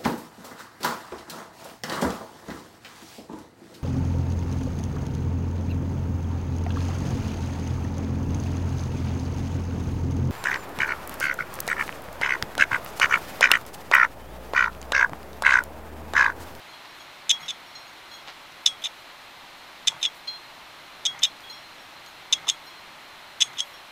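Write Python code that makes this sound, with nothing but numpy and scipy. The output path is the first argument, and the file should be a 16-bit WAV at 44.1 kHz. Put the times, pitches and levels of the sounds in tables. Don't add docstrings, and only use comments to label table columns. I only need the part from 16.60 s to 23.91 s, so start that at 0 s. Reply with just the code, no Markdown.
import sys
import numpy as np
from scipy import signal
from scipy.fft import rfft, irfft, next_fast_len
from scipy.io import wavfile
from scipy.ndimage import uniform_filter1d

SR = 44100
rng = np.random.default_rng(int(sys.argv[2]) if len(sys.argv) > 2 else 0)


def volts(x):
    e = np.asarray(x, float) / 20
    return 10 ** e


def master(y):
    cut = np.clip(np.atleast_2d(y).T, -1, 1)
    pcm = np.round(cut * 32767)
    wavfile.write(sys.argv[1], SR, pcm.astype(np.int16))


N = 322371

# [f/Hz, density/dB per Hz]
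ROOM_COLOUR = [(20, -7), (50, -10.5), (200, -8.5), (330, -3.5), (470, -8), (570, -1.5), (950, 1.5),
               (1650, -2), (2100, -2.5), (4200, -5), (4550, -10.5), (7000, -19), (14500, -30), (16000, -33)]
# [f/Hz, width/Hz, level/dB]
MURMURS = [(4136, 17, -62.5), (6700, 30, -82)]
ROOM_DB = -45.5

FLANGE_HZ = [3316, 4160, 5540, 6600, 8205, 10145, 4740, 5470]
# [time to fall 60 dB/s, split/Hz, share of the twin]
FLANGE_PAIRS = [(0.19, 2.1, 0.19), (0.34, 11.7, 0.28), (0.3, 15, 0.16), (0.17, 60.0, 0.31),
                (0.25, 10.3, 0.19), (0.15, 16, .2), (0.12, 21.0, .3), (0.16, 88, 0.34)]
# [t/s, f/Hz, level/dB, free time/s]
GRAZES = [(0.089, 4160, -45, .05), (.09, 6600, -55, .05), (.13, 3316, -44, .05), (.13, 4160, -47, .05),
          (.29, 5540, -54, .05), (.718, 5540, -40, .03), (.81, 5540, -53, .04), (1.065, 5540, -51, .05),
          (1.58, 3316, -45, .04), (2.98, 6600, -56, .035), (3.74, 3316, -38, 0.067),
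          (4.7, 4160, -46, 0.065), (4.835, 3316, -40, 0.057), (4.87, 3316, -41, .04),
          (5.03, 4160, -49, .07), (5.19, 5540, -51.5, .09), (5.91, 4160, -45, .07), (6.1, 3316, -44.5, .07),
          (6.115, 4160, -47, .07), (6.17, 4160, -47, 0.073)]
# [t/s, level of modes 1, 2, 3, 4/dB]
TOUCHES = [(.396, -42.5, -51, -53, -46), (.8, -72, -47, -74, -43), (.826, -35.5, -71, -47, -56),
           (1.15, -48, -36, -44.5, -43), (1.265, -72, -55, -72, -49), (1.51, -43.5, -40.5, -53, -51),
           (1.535, -38.5, -42, -48, -42.5), (3.675, -30.5, -23.5, -48, -46), (4.895, -41, -33.5, -51, -44),
           (4.925, -40, -59, -42, -56), (4.97, -50, -61, -62, -72), (5.465, -72, -46, -72, -48),
           (6.064, -60, -42, -49, -55), (7.135, -45, -72, -46.5, -58)]
# [t/s, level of modes 1, 4, 5/dB, free time before the bearing grips/s]
RINGS = [(.714, -18.5, -47, -59, 0.067), (.912, -43, -52, -64, 0.032), (2.077, -24.5, -51, -47, .09),
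         (2.272, -52, -60, -68, 0.033), (3.287, -35, -49, -53, 0.071), (3.46, -23, -44, -61, 0.017),
         (4.464, -19, -40, -53, 0.084), (4.657, -29, -57, -57, 0.023), (5.737, -27.5, -51, -54, 0.037),
         (5.902, -32, -52, -49, .045), (6.827, -35, -32, -43, 0.053), (7.004, -26, -38, -50, 0.027)]
GRIP_T60_S = 0.07
CRUNCH_RISE_S, TOUCH_RISE_S = 0.0015, 0.0066
OVERTONE_DB, SIDE_TONE_DB = -0.5, -16
RIM_BASE_DB, RIM_FOLLOWS = -32, 0.36
TOUCH_FREE_S, TOUCH_FREE_S_PER_DB, TOUCH_FIRM_DB = 0.048, 0.3, -41
ASLEEP_DB = -75

# [t/s, peak level/dB, length/s]
TAPS = [
    (0.253, -36, 0.0057),
    (1.682, -26, 0.01),
]
# [f/Hz, width/Hz, level/dB]
TAP_COLOUR = [(810, 490, 4.5), (1950, 260, 5), (2940, 1100, 3), (4770, 2800, -2.5)]
# [t/s, peak level/dB, length/s]
BRUSHES = [(.39, -69, .03), (0.712, -51, .008), (.83, -61, 0.028), (1.54, -66, .02), (2.06, -77, .03),
           (2.24, -59, 0.019), (2.38, -69, .02), (3.283, -59, .006), (3.42, -58, 0.014),
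           (3.564, -63, 0.018), (4.636, -44, .008), (4.829, -65, 0.019), (4.908, -58, .01),
           (5.47, -68, .02), (5.74, -73, 0.018), (5.893, -51, .008), (6.07, -64, 0.016),
           (6.819, -54, 0.0059), (6.979, -63, 0.027), (7.069, -64, 0.032), (7.14, -67, 0.026)]
BRUSH_REST_DB = -64.5
# [t/s, peak level/dB]
TICKS = [
    (1.922, -47),
    (3.5472, -47),
    (3.675, -42),
    (4.806, -43),
    (5.4627, -39.5),
]
# [t/s, peak level/dB]
KNOCKS = [(.75, -44), (2.25, -43.5), (5.72, -40.5), (5.873, -35), (6.85, -41), (3.325, -35), (3.364, -39),
          (4.551, -40), (5.844, -43)]

# [t/s, length/s, rumble level at full speed/dB]
TURNS = [
    (0.613, 0.42, -42.5),
    (2.001, 0.33, -50),
    (3.197, 0.28, -42.5),
    (4.4, 0.31, -41.5),
    (5.64, 0.37, -42.5),
    (6.778, .25, -44),
]
RUMBLE_REST_DB = -52

# [t/s, length/s, race level/dB, chatter f/Hz, cage level against race/dB]
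CRUNCHES = [(0.699, .015, -13, 3640, -9), (.861, .001, -40, 3440, 2), (0.8827, .028, -24.5, 3590, -6.5),
            (2.0607, .018, -19.5, 3560, 1), (2.2217, 0.0075, -36, 3420, -7),
            (2.2403, .031, -23.5, 3620, -2), (3.2722, .006, -24, 3520, 0), (3.2835, 0.0016, -9, 3530, -23),
            (3.414, 0.007, -32.5, 3700, -10), (3.4294, .028, -20, 3480, -4.5),
            (3.6744, .001, -29, 4170, -25), (4.454, 0.012, -14, 3550, -3), (4.592, .0005, -45, 3720, 11),
            (4.621, 0.0056, -27, 3400, -13), (4.6321, 0.023, -12, 3640, -7),
            (5.727, 0.0083, -13.5, 3520, -7), (5.871, 0.0032, -34, 3375, -3),
            (5.8822, 0.023, -20.5, 3580, -5.5), (6.8068, 0.0123, -16, 3500, -2),
            (6.8236, .004, -10.5, 3520, -8), (6.933, 0.0038, -48, 3496, -1), (6.9725, .003, -34, 3500, -16),
            (6.9846, .016, -19.5, 3330, -6)]
# [t/s, race level/dB, chatter f/Hz, cage level/dB]
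CATCHES = [(.6954, -15, 3410, -9.5), (.7053, -10, 3190, -12), (.713, -9, 3430, -10.5),
           (.8908, -27, 3610, -31), (.907, -22, 3520, -25), (2.063, -4, 3590, -5), (2.0717, -14, 3456, -24),
           (2.0767, -14, 3600, -26), (2.2572, -16.5, 3696, -32), (3.274, -13, 3490, -14),
           (3.2767, -11, 3600, -11), (3.2825, -8, 3606, -10), (3.4299, -13.5, 3820, -20),
           (3.4377, -17, 3590, -29), (3.4533, -10.5, 3520, -28), (3.4608, -15.5, 3500, -23),
           (4.4582, -27, 3600, -25), (4.4649, -18, 3580, -14.5), (4.6359, -14, 3610, -8),
           (4.6444, -16, 3530, -27), (4.653, -14, 3520, -20), (5.727, -17, 3355, -11.5),
           (5.7322, -6, 3560, -10), (5.7363, -14, 3510, -13), (5.8903, -10, 3583, -10.5),
           (5.8992, -10, 3497, -9.5), (6.811, -23, 3600, -11.5), (6.8168, -13, 3250, -17),
           (6.8218, -5.5, 3348, -8), (7.0053, -13.5, 3310, -15.5)]
# [f/Hz, width/Hz, level/dB]
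RACE = [(2057, 117, -15.5), (2408, 114, -9.5), (3056, 296, -2.5), (3890, 230, 4.5), (3918, 275, 1)]
# [f/Hz, width/Hz, level/dB]
CAGE = [(5115, 200, -6), (5440, 260, 2), (6010, 220, -7), (6197, 183, 8.5), (6616, 280, -3.5),
        (7050, 114, -2), (7860, 250, -10.5)]
# [f/Hz, width/Hz, level/dB]
GRIT = [(9120, 210, 7), (10300, 230, 6), (12200, 300, -2), (12400, 900, -20), (14500, 1700, -13)]
# [f/Hz, width/Hz, level/dB]
SQUEAL = [(3500, 330, 0)]
SLIP_GAP_S, SLIP_UNEVEN = 0.003, 0.3
SLIP_SPREAD_DB, SLIP_SPREAD_HZ = 2, 110
CRUNCH_RELEASE_DB_PER_S = 2500
CAGE_FADE_DB_PER_S = 252
CAGE_SPREAD_DB = 2.5
GRIT_BASE_DB, GRIT_FOLLOWS, GRIT_SPREAD_DB = -27.5, 0.8, 3

WALLS_DB, WALLS_T60_S = -21.5, 0.14
MICROPHONE_TOP = 1.4


def resonate(x, peaks):
    out = 0
    for k, (hz, width_hz, db) in enumerate(peaks):
        r = np.exp(-np.pi * width_hz / SR)
        b = (1 - r * r) / 2 * np.array([1, 0, -1])
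        a = [1, -2 * r * np.cos(2 * np.pi * hz / SR), r * r]
        out = out + (-1) ** k * volts(db) * signal.lfilter(b, a, x + 1e-18)
    return out * np.std(x) / np.std(out)


def grains(per_s, spread_db):
    sizes = volts(spread_db * np.minimum(rng.exponential(1, N), 3.0)) * rng.choice([-1, 1], N)
    hits = sizes * (rng.random(N) < per_s / SR)
    return hits / np.std(hits)


def swells(times, levels_db, rise_s, fall_s):
    power = np.zeros(N)
    np.add.at(power, (np.array(times) * SR).astype(int), volts(2 * np.array(levels_db)))
    t = np.arange(-2000, 2001) / SR
    shape = np.where(t < 0, np.exp(-(t / rise_s) ** 2), np.exp(-np.abs(t) / fall_s))
    return np.sqrt(np.abs(signal.fftconvolve(power, shape, "same")))


def room():
    size = next_fast_len(N)
    hz, db = np.transpose(ROOM_COLOUR)
    bins_hz = np.fft.rfftfreq(size, 1 / SR)
    colour = volts(np.interp(np.log(bins_hz + 1), np.log(hz), db))
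    hiss = irfft(rfft(rng.standard_normal(size)) * colour, size)[:N]
    murmur = sum(volts(db) * resonate(rng.standard_normal(N), [(hz, width_hz, 0)])
                 for hz, width_hz, db in MURMURS)
    return volts(ROOM_DB) * hiss / np.std(hiss) + murmur


def hand_rows():
    touches = []
    for s, *db in TOUCHES:
        firmness_db = max(max(db) - TOUCH_FIRM_DB, 0)
        touches.append((s, *db, TOUCH_FREE_S + TOUCH_FREE_S_PER_DB * firmness_db))
    struck_hz = np.array(FLANGE_HZ[:4])
    grazes = []
    for s, hz, db, free_s in GRAZES:
        distance = np.abs(struck_hz - hz)
        levels_db = np.where(distance == distance.min(), db, ASLEEP_DB)
        grazes.append((s, *levels_db, free_s))
    return touches + grazes


def flange(rows, struck, follower, rise_s):
    out = np.zeros(N + SR)
    t = np.arange(SR // 3) / SR
    leader, follower_mode, under_db = follower
    modes = np.column_stack([FLANGE_HZ, FLANGE_PAIRS])[struck + [follower_mode]]
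    hz, t60, split_hz, share = modes.T[:, :, None]
    phases = 2 * np.pi * rng.random((len(rows), len(hz), 1))
    for (s, *levels_db, free_s), phase in zip(rows, phases):
        levels_db = np.append(levels_db, levels_db[leader] + under_db)[:, None]
        main = np.sin(2 * np.pi * hz * t + phase)
        twin = np.sin(2 * np.pi * (hz + split_hz) * t + phase)
        pair = (main + share * twin) / (1 + share)
        loss_db = 60 * t / t60 + 60 * np.maximum(t - free_s, 0) / GRIP_T60_S
        tones = volts(levels_db - loss_db) * pair
        out[int(s * SR):][:len(t)] += np.clip(t / rise_s, 0, 1) * tones.sum(axis=0)
    return out[:N]


def fingers():
    taps = resonate(grains(per_s=2300, spread_db=-14.0), TAP_COLOUR)
    taps = signal.sosfilt(signal.butter(2, 6000, fs=SR, output="sos"), taps)
    tap_force = sum(swells([s], [db - 9.0], 0.0048, length) for s, db, length in TAPS)
    brush = resonate(grains(per_s=7300, spread_db=2.0), [(11900, 6000, 2.0), (15100, 910, 3)])
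    strokes = sum(swells([s], [db], length, length) for s, db, length in BRUSHES)
    skin = (volts(BRUSH_REST_DB) + strokes) * brush
    nail = resonate(rng.standard_normal(N), [(4500, 3000, 9), (12000, 7000, -12)])
    ticks = nail * swells(*np.transpose(TICKS), 0.0004, 0.0006)
    housing = resonate(grains(per_s=1600, spread_db=2.5), [(795, 240, -0.26), (1170, 270, -1.7)])
    knocks = housing * swells(*np.transpose(KNOCKS), 0.0031, 0.0058)
    return taps * tap_force + volts(-0.5) * (ticks + knocks) + volts(-1.5) * skin


def rumble():
    housing = [(134, 64, 2.0), (844, 170, 2), (1290, 210, 4.0), (2110, 225, 6.5)]
    t = np.arange(N) / SR
    speed = sum(volts(db) * np.sin(np.pi * np.clip((t - s) / length, 0, 1)) ** 2
                for s, length, db in TURNS)
    grinding = resonate(grains(per_s=1200, spread_db=3.0), housing)
    return volts(-4.5) * np.hypot(volts(RUMBLE_REST_DB), speed) * grinding


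def slips():
    start, length, race_db, pitch_hz, cage_db = np.transpose(CRUNCHES)[:, :, None]
    luck = rng.standard_normal((len(CRUNCHES), 14, 4))
    gaps = SLIP_GAP_S * np.exp(SLIP_UNEVEN * luck[..., 0])
    since = np.cumsum(gaps, axis=1) - gaps[:, :1]
    late_db = CRUNCH_RELEASE_DB_PER_S * np.maximum(since - length, 0)
    race_db = race_db - late_db + SLIP_SPREAD_DB * luck[..., 1]
    pitch_hz = pitch_hz + SLIP_SPREAD_HZ * luck[..., 2]
    cage_db = race_db + cage_db - CAGE_FADE_DB_PER_S * since + CAGE_SPREAD_DB * luck[..., 3]
    runs = np.stack([start + since, race_db, pitch_hz, cage_db], axis=2).reshape(-1, 4)
    rows = np.vstack([CATCHES, runs])
    grit_luck_db = GRIT_SPREAD_DB * rng.standard_normal(len(rows))
    grit_db = GRIT_BASE_DB + GRIT_FOLLOWS * rows[:, 3] + grit_luck_db
    heard = np.append(np.zeros(len(CATCHES)), late_db) < 20
    in_time = np.argsort(rows[heard, 0])
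    return np.column_stack([rows, grit_db])[heard][in_time].T


def buzz(peaks):
    rough = resonate(grains(per_s=6500, spread_db=5.0), peaks)
    return rough / (np.sqrt(uniform_filter1d(rough ** 2, size=60)) + 0.084)


def chatter():
    s, race_db, pitch_hz, cage_db, grit_db = slips()
    wobble_hz = 45 * uniform_filter1d(rng.standard_normal(N), size=49) * 7
    squeal_hz = np.interp(np.arange(N) / SR, s, pitch_hz) + wobble_hz
    force = swells(s, race_db - 2.0, 0.0011, 0.001)
    squeal = np.sin(2 * np.pi * np.cumsum(squeal_hz) / SR) * force
    race = 0.55 * squeal + 0.5 * resonate(squeal, SQUEAL)
    race = race + volts(-7.0) * buzz(RACE) * force
    cage = buzz(CAGE) * swells(s, cage_db - 3.0, 0.00095, 0.0012)
    cage = 0.98 * cage + 0.59 * resonate(cage, CAGE)
    crack = np.zeros(N)
    crack[(s * SR).astype(int)] = volts(cage_db - 2.0) * rng.choice([-1, 1], size=400)[:len(s)]
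    crack = resonate(crack, [(2850, 860, 2), (3700, 640, -7.0), (5000, 300, 8), (6200, 410, -12)])
    body = signal.sosfilt(signal.butter(4, 8500, fs=SR, output="sos"), race + cage + crack)
    return body + buzz(GRIT) * swells(s, grit_db - 3.5, 0.0021, 0.00093)


def walls(x):
    t = np.arange(SR // 4) / SR
    tail = rng.standard_normal(len(t)) * volts(-60 * t / WALLS_T60_S) * (t > 0.003)
    return volts(WALLS_DB) * signal.fftconvolve(x, tail / np.sqrt(np.sum(tail ** 2)))[:N]


def scene():
    crunch = chatter()
    rings = [(s, low_db, RIM_BASE_DB + RIM_FOLLOWS * low_db, *rest) for s, low_db, *rest in RINGS]
    after_crunch = flange(rings, [0, 7, 3, 4], (3, 5, OVERTONE_DB), CRUNCH_RISE_S)
    after_touch = flange(hand_rows(), [0, 1, 2, 3], (1, 6, SIDE_TONE_DB), TOUCH_RISE_S)
    bearing = crunch + walls(crunch)
    return (bearing + after_crunch + after_touch + fingers() + rumble() + room())[None]


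def top_cut(x):
    return signal.sosfilt(signal.butter(12, 16810, fs=SR, output="sos"), x)


def record(dry):
    rounded = MICROPHONE_TOP * np.tanh(dry / MICROPHONE_TOP)
    cut = signal.ellip(8, 0.5, 40, 15600, fs=SR, output="sos")
    mix = signal.sosfilt(cut, rounded)
    return top_cut(mix)


dry = scene()
out = record(dry)
master(out)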